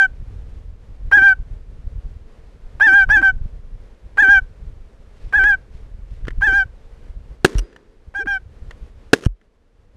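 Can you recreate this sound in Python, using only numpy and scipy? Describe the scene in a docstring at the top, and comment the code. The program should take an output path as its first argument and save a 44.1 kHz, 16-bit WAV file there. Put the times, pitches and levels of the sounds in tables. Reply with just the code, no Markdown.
"""High two-note honks of a reed goose call blown close by: drifting partials on one gliding pitch. Two shots
are a sharp front, housing rings, an echo and a decaying roll; the gun's action clatters as scraped damped modes
and the recoil jolts the housing. Behind them lie an open field's hiss, cloth rustle and gusts of wind on the
microphone, whose gain control ducks after the shots overload it."""
import sys
import numpy as np
from scipy import signal
from scipy.fft import rfft, irfft
from scipy.io import wavfile
from scipy.ndimage import uniform_filter1d

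SR = 44100
rng = np.random.default_rng(int(sys.argv[2]) if len(sys.argv) > 2 else 0)


def volts_from_decibels(level):
    """Turn decibel levels (scalar or array-like) into linear amplitude factors."""
    exponent = np.asarray(level, float) / 20
    return 10 ** exponent


def dump(signal):
    """Clip the signal to [-1, 1] and save it as 16-bit WAV at the path in sys.argv[1]."""
    limited = np.clip(np.atleast_2d(signal).T, -1, 1)
    pcm = np.round(limited * 32767).astype(np.int16)
    wavfile.write(sys.argv[1], SR, pcm)


N = 439236
T = np.arange(N) / SR

# first note, pitch flips up and lands: start_s, top_s, landed_s, top_hz (target of second partial), level_db
FLIPS = [(1.123, 1.165, 1.183, 1700, -6.5), (2.808, 2.836, 2.882, 1800, -8.5),
         (3.1, 3.123, 3.174, 1742, -9), (4.182, 4.216, 4.233, 1800, -8), (5.335, 5.37, 5.393, 1745, -10.5),
         (6.42, 6.453, 6.48, 1775, -12), (8.15, 8.18, 8.213, 1640, -19)]
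# second note: slur_s, end_s, top_hz (target of second partial), level_db,
# lost_share (pressure lost in the slur; over 1 the reed stops and starts afresh)
SWELLS = [(-.05, .068, 1600, -9, .5), (1.208, 1.34, 1602, -8, .52), (2.92, 3.051, 1628, -8, .33),
          (3.223, 3.316, 1578, -10.5, 1.2), (4.272, 4.4, 1630, -7, .5), (5.43, 5.558, 1705, -11, .2),
          (6.52, 6.641, 1620, -12.5, .42), (8.267, 8.384, 1635, -17.5, 2.1)]
# low second tone arching between the notes: start_s, end_s, top_hz, level_db (at the throat resonance)
UNDERTONE = [(1.164, 1.231, 390, -31), (2.86, 2.944, 360.1, -30), (3.161, 3.233, 343.1, -31),
             (4.22, 4.294, 417, -27.5), (5.376, 5.461, 422.5, -34.5), (6.47, 6.541, 460.6, -31),
             (8.185, 8.274, 465, -29)]


def rms_one(x):
    """Scale to unit rms."""
    return x / np.sqrt(np.mean(x ** 2) + 1e-20)


def coloured(spectrum):
    """Gaussian noise shaped to a (hz, db_per_hz) spectrum, rms 1."""
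    hz, db = np.transpose(spectrum)
    bins_hz = np.maximum(np.arange(N // 2 + 1) * SR / N, 1)
    shape = volts_from_decibels(np.interp(np.log(bins_hz), np.log(hz), db, left=-90, right=-90))
    return rms_one(irfft(rfft(rng.standard_normal(N)) * shape, N))


def drift(rate_hz):
    """Low-passed noise of spread 1, made at SR / 20 and interpolated."""
    r = np.exp(-40 * np.pi * rate_hz / SR)
    noise = rng.standard_normal(N // 20 + 4002)
    slow = signal.lfilter([1], [1, -2 * r, r * r], noise)[4000:]   # settled part
    return np.interp(np.arange(N) / 20, np.arange(len(slow)), rms_one(slow))


def strikes(times_s, sizes):
    """Single-sample impulses."""
    out = np.full(N, 1e-18)
    out[np.round(np.asarray(times_s) * SR).astype(int)] = sizes
    return out


def ring(clicks, hz, t60_s):
    """Damped resonator: a unit click sets a sine of height 1 ringing."""
    r, w = volts_from_decibels(-60 / (t60_s * SR)), 2 * np.pi * hz / SR
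    return signal.lfilter([0, np.sin(w)], [1, -2 * r * np.cos(w), r * r], clicks)


def dying(clicks, t60_s):
    """Envelope that jumps at each click and decays exponentially."""
    return signal.lfilter([1], [1, -volts_from_decibels(-60 / (t60_s * SR))], clicks)


def through(*knots):
    """Straight lines through (times, values) knots, taken in time order."""
    s, value = np.concatenate([np.broadcast_arrays(*k) for k in knots], axis=1)
    by_time = np.argsort(s, kind="stable")
    return np.interp(T, s[by_time], value[by_time])


def blowing():
    """Reed under breath pressure: pitch, level, slack, and the times and levels of its starts."""
    start, top, landed, flip_hz, first_db = np.transpose(FLIPS)
    slur, end, swell_hz, second_db, lost = np.transpose(SWELLS)
    stops = lost > 1
    restart_s, climb_s, swell_s = .016, .045, .029   # a stopped reed comes back fast
    climbed = slur + np.where(stops, restart_s, climb_s)
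    swollen = slur + np.where(stops, restart_s, swell_s)

    # pitch of the second partial
    start_hz, land_hz, slur_hz, end_hz = 1572, 1572, 1532, 1505
    attack_s, fall_s, arch_hz_per_s = .006, .018, 1200
    bow_share, sag_share = .38, .5   # height reached midway up; height left midway to the end
    leaves = np.maximum(landed - fall_s, top + .001)
    shoulder_hz = flip_hz - arch_hz_per_s * (leaves - top)   # a held flip is rounded
    second_hz = through(
        (start + attack_s / 2, start_hz), (start - attack_s, start_hz),
        ((start + top) / 2, start_hz + bow_share * (flip_hz - start_hz)),
        (top, shoulder_hz), ((top + leaves) / 2, flip_hz), (leaves, shoulder_hz),
        (landed, land_hz), (slur, slur_hz), (climbed, swell_hz),
        ((climbed + end) / 2, end_hz + sag_share * (swell_hz - end_hz)), (end, end_hz))
    second_hz = uniform_filter1d(second_hz, size=400)   # the reed bends smoothly

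    hold_s, release_s, spent_share = .045, .012, .55   # share left when the release begins
    pressure = through(
        (start - attack_s / 2, 0), (start + attack_s / 2, .8), (start + 2 * attack_s, 1),
        (landed, 1), (slur, 1 - lost), (slur[stops] + attack_s, .8),
        (swollen, 1), (swollen + hold_s, 1), (end - release_s, spent_share),
        (end - release_s / 3, spent_share / 5), (end + .003, 0))

    # the top of a quick flip pinches the tone, a held one less
    choke_from_hz, choke_db_per_hz, choke_eases_s, choke_s = 1600, -0.047, .02, .0079
    excess_hz = np.maximum(flip_hz - choke_from_hz, 0)
    deepest_db = choke_db_per_hz * np.exp((top - leaves) / choke_eases_s) * excess_hz
    choke_db = through((start, 0), (top - choke_s, 0), (top, deepest_db),
                       (leaves, deepest_db), (leaves + choke_s, 0))
    note_db = through((start, first_db), (landed, first_db), (swollen, second_db), (end, second_db))
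    loudness_law = .9   # amplitude as a power of the pressure above threshold
    level = volts_from_decibels(note_db + choke_db) * np.maximum(pressure, 0) ** loudness_law
    level = uniform_filter1d(level, size=130)
    slack = 1 - np.clip(pressure, 0, 1)

    break_lead_s = .009
    starts = np.append(start, slur[stops]) - break_lead_s
    return second_hz / 2, level, slack, starts, np.append(first_db, second_db[stops])


def undertone():
    """Sine on a skewed pitch arch, loudest at the throat resonance; also returns its span."""
    foot_hz, throat_hz = 205, 260
    out, span, grain = np.zeros(N), np.zeros(N), drift(70)
    for start, end, top_hz, db in UNDERTONE:
        at = slice(round(start * SR), round(end * SR))
        u = np.linspace(-1, 1, at.stop - at.start)
        hz = top_hz - (top_hz - foot_hz) * u ** 2 * (1 + 0.17 * u)   # ends lower than it starts
        throat_db = -13 * np.abs(np.log2(hz / throat_hz)) + 2.4 * grain[at]
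        span[at] = 1 - u ** 6
        sine = np.sin(2 * np.pi * np.cumsum(hz) / SR)
        out[at] = volts_from_decibels(db + throat_db) * span[at] * np.sqrt(2) * sine
    return out, span


def honks():
    """Partials on one pitch, rough at starts, after flip tops and with the undertone; air at reed starts."""
    # multiple, level_db
    partials = [(1, -20), (2, 0), (3, -25), (4, -30), (5, -47.5), (6, -44.5), (7, -42.5), (8, -44),
                (9, -52), (10, -50), (11, -55), (12, -51), (13, -59), (14, -62)]
    # noise in the tone: hz, db_per_hz
    rasp_colour = [(150, -27), (500, -0.5), (1600, 5), (2300, -6), (3400, -19), (6000, -28.5),
                   (12000, -34.5), (15500, -36.5)]
    # per honk, as the caller turns: level_db of all other partials against the second
    aside_by_honk_db = [0, -3, -0.5, -0.1, -1, -2.5, 1, 3.5]
    # peak and dip the third partial glides through: hz, width_hz, gain_db
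    bore = [(2340, 90, 2.5), (2468, 90, -11)]

    pitch_hz, level, slack, starts, start_db = blowing()
    ends = np.transpose(SWELLS)[1]
    aside_db = np.take(aside_by_honk_db, np.searchsorted(ends, T), mode="clip")
    low, span = undertone()

    rough = 0.54 * span
    rough += dying(strikes(np.transpose(UNDERTONE)[1] - .012, 0.78), .06)
    rough += dying(strikes(np.transpose(FLIPS)[1], 0.38), .1)
    rough += dying(strikes(starts, 0.89), .12)
    rough = np.clip(rough, 0, 1)

    jitter = 0.0024 * drift(65) + 0.013 * rough * drift(250)   # blurs upper partials most
    phase = 2 * np.pi * np.cumsum(pitch_hz * (1 + jitter)) / SR
    sum_tones = 1 + signal.hilbert(low)   # each partial gains a neighbour one undertone higher
    slack_dulls_db = -8   # partials above the fourth, as pressure goes
    faint_top = [(k, -61) for k in range(15, 20)]
    tone = 0
    for k, db in partials + faint_top:
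        waver_db = (.6 if k < 3 else 3 if k < 5 else 4) * drift(22)   # upper partials come and go
        bore_db = sum(gain_db * np.exp(-((k * pitch_hz - hz) / width_hz) ** 2)
                      for hz, width_hz, gain_db in bore)
        flutter_depth = .03 if k < 4 else .2 if k < 5 else .7
        flutter = 1 + flutter_depth * (rough + .3) * drift(250)
        partial_db = db + waver_db + bore_db + (k != 2) * aside_db + (k > 4) * slack_dulls_db * slack
        turn = np.exp(1j * (k * phase + rng.uniform(0, 2 * np.pi)))
        tone = tone + volts_from_decibels(partial_db) * flutter * np.sqrt(2) * np.imag(turn * sum_tones)

    unrest_db = 15 * rough + 2 * drift(80)
    rasp = volts_from_decibels(-45 + unrest_db) * coloured(rasp_colour)

    break_db = -12.5   # air breaking through at reed starts, against the note
    air = uniform_filter1d(strikes(starts, volts_from_decibels(start_db + break_db)), size=12)   # soft, not a click
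    puff = uniform_filter1d(dying(air, .11), size=200)
    breaks = ring(air, 1560, .02) + 0.61 * puff * coloured(rasp_colour)
    return level * (tone + rasp) + low + breaks


def far_echo(x):
    """Hedges and ground return a short wash: convolution with decaying noise of unit energy."""
    length = np.arange(round(.6 * SR))
    wash = rng.standard_normal(len(length)) * volts_from_decibels(-60 * length / SR / .24)   # t60 .24 s
    return signal.fftconvolve(x, wash / np.linalg.norm(wash))[:N]


def shots():
    """Sharp rise, deep swing ringing the housing, ground echo, roll, and a rattle until the action closes."""
    # time_s, level_db, action_closes_s, field_roll_db (against the shot)
    shot_table = [(7.4466, 11, 7.602, -38), (9.132, 13.5, 9.272, -59.5)]
    # ring of the housing: hz, level_db, t60_s
    housing = [(425, 2.5, .014), (1630, -1, 0.011), (2720, -12.5, 0.0089)]
    # noise of rattle and roll: hz, db_per_hz
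    tail_colour = [(88, -35), (150, -5.5), (433, 2), (728, -17.5), (1770, -15), (2310, -21), (6180, -24.5),
                   (15000, -40)]

    at, db, closes, roll_db = np.transpose(shot_table)
    front = strikes(at, volts_from_decibels(db))
    crackle = signal.lfilter([.4], [1, -.6], rng.standard_normal(N))
    burst = uniform_filter1d(dying(strikes(at + .0013, volts_from_decibels(db)), .022), size=170)
    out = volts_from_decibels(-24) * ring(front, 210, .0063) + volts_from_decibels(-15) * burst * crackle
    for (hz, mode_db, t60_s), late_s in zip(housing, (.0017, .0032, .004)):
        out -= volts_from_decibels(mode_db) * ring(strikes(at + late_s, volts_from_decibels(db)), hz, t60_s)
    out += volts_from_decibels(-30) * ring(strikes(at + .011, volts_from_decibels(db)), 400, .05)   # ground echo

    cycling = sum((T > s) & (T < end) for s, end in zip(at, closes))
    cycling = uniform_filter1d(cycling * 1., size=200)
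    loudness = volts_from_decibels(-14.5) * dying(front, .055) + volts_from_decibels(-38.5) * dying(front, 1.2) * cycling
    rattle = loudness * coloured(tail_colour) * volts_from_decibels(4 * drift(120))
    dull_noise = signal.lfilter([.3], [1, -.75], coloured(tail_colour))
    roll = dying(strikes(at, volts_from_decibels(db + roll_db)), 1) * dull_noise
    return out + roll + rattle


def action():
    """Metal gun parts click: short scrapes into damped modes, and a thin part rings on."""
    # time_s, level_db, brightness_db_per_octave
    clicks = [(5.438, -27.5, -7.5), (6.2523, -48, -9), (6.2706, -44.5, -15), (6.2817, -33, -16),
              (6.306, -45.5, -12), (7.5505, -33, -10.5), (7.583, -18.5, 11.5), (7.5911, -21.5, 9),
              (7.727, -45, -6), (7.762, -36, -6), (8.709, -39, -15), (9.2374, -19.5, 0), (9.2501, -20, 8),
              (9.2583, -17, 4.5), (9.4135, -51, -10.5)]
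    # hz, level_db, t60_s
    modes = [(452, -7, 0.0076), (1720, 2, 0.0072), (2800, 0.5, 0.0038), (4300, -9.5, 0.0024),
             (5774, -8.5, 0.0066), (8320, -13, 0.0012)]
    # thin part: hz, level_db, t60_s
    ping = [(4900, -52, 0.6), (9000, -47, 0.2)]
    ping_s = 7.593

    at, db, bright_db = np.transpose(clicks)
    chance_db = rng.normal(0, 1.9, (len(at), len(modes)))
    grit, out = rng.standard_normal(N), np.zeros(N)
    for k, (hz, mode_db, t60_s) in enumerate(modes):
        tilt_db = bright_db * np.log2(max(hz, 1650.) / 3000)
        sizes = volts_from_decibels(db + mode_db - 11.5 + tilt_db + chance_db[:, k])
        scrape = grit * uniform_filter1d(dying(strikes(at, sizes), .023), size=40)
        out += ring(scrape, hz, t60_s)
    return out + sum(ring(strikes([ping_s], volts_from_decibels(db)), hz, t60_s) for hz, db, t60_s in ping)


def jolts():
    """Recoil: a dull knock, then the housing sways two or three times at a low pitch and settles."""
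    # time_s, sway_db, knock_db
    recoils = [(7.557, -0.5, 3.5), (9.268, -8.5, 17.5)]
    sway_hz, sway_s, knock_hz, knock_t60_s = 40.7, .063, 99, .026
    at, sway_db, knock_db = np.transpose(recoils)
    out = ring(strikes(at - .004, volts_from_decibels(knock_db)), knock_hz, knock_t60_s)
    for s, db in zip(at, sway_db):
        since = np.maximum(T - s, 0)
        out -= volts_from_decibels(db) * np.exp(-(since / sway_s) ** 3) * np.sin(2 * np.pi * sway_hz * since)
    return out


def field():
    """Shaped noises: lumpy wind on the port, far traffic and hiss, cloth rustle."""
    # time_s, level_db, half_length_s
    gust_table = [(0.39, -31.5, 0.36), (1.07, -28.5, 0.13), (1.397, -34.5, .2), (1.905, -29.5, .22),
                  (2.7, -39.5, .3), (3.107, -21.5, 0.049), (3.45, -28.5, 0.27), (4.457, -35, 0.36),
                  (5.365, -32, 0.15), (6.0, -37.5, 0.45), (6.432, -29, .2), (7.202, -39, 0.27),
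                  (8.494, -37.5, 0.36), (9.91, -44.5, 0.185)]
    # hz, db_per_hz
    wind_colour = [(12, -27), (20, 0.5), (47, -3), (99, -16.5), (147, -23), (221, -39), (300, -43),
                   (390, -75), (660, -120)]
    # far traffic and hiss: hz, db_per_hz
    far_colour = [(120, -31), (200, -3), (332, -10), (451, -5), (696, -15), (1410, -20.5), (1690, -21),
                  (5660, -33.5), (12300, -43), (15000, -48)]
    # cloth: time_s, half_length_s, level_db
    rustles = [(5.236, .1, -60.5), (5.761, .06, -64.5), (6.152, 0.071, -63), (9.37, .03, -70)]
    calm_db, far_db = -49, -55

    gusts = volts_from_decibels(calm_db) + sum(volts_from_decibels(db) * np.exp(-((T - s) / half) ** 2) for s, db, half in gust_table)
    wind = gusts * coloured(wind_colour) * volts_from_decibels(4.2 * drift(27))
    far = volts_from_decibels(far_db + 1.3 * drift(5.7)) * coloured(far_colour)
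    swell = sum(volts_from_decibels(db) * np.exp(-((T - s) / half) ** 2) for s, half, db in rustles)
    cloth = coloured([(600, -6.5), (2000, 7), (5500, -3), (9000, -11), (13000, -22.5)])
    return wind + far + swell * cloth * volts_from_decibels(2.6 * drift(60))


def scene():
    """Sum of all sources at one microphone."""
    calls = honks()
    mix = calls + volts_from_decibels(-35.5) * far_echo(calls) + shots() + action() + jolts() + field()
    return mix[None]


def band_limit(x):
    """A steep low-pass at the top of the band."""
    return signal.sosfilt(signal.butter(12, 15710, fs=SR, output="sos"), x)


def record(dry):
    """Dull microphone: gain control ducks fast and recovers slowly; what is faster overloads."""
    threshold_db, release_db_per_s, duck_s = 1.5, 11, .014
    over_db = np.maximum(20 * np.log10(np.abs(dry) + 1e-9) - threshold_db, 0)
    release_db = release_db_per_s * T
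    held_db = np.maximum.accumulate(over_db + release_db, axis=1) - release_db
    r = np.exp(-1 / (duck_s * SR))
    duck_db = signal.lfilter([1 - r], [1, -r], held_db)
    ducked = np.clip(dry * volts_from_decibels(-duck_db), -.98, .98)
    order, cut_hz = 3, 11500
    mix = signal.lfilter(*signal.butter(order, cut_hz, fs=SR), ducked)
    return band_limit(mix)


dry = scene()
out = record(dry)
dump(out)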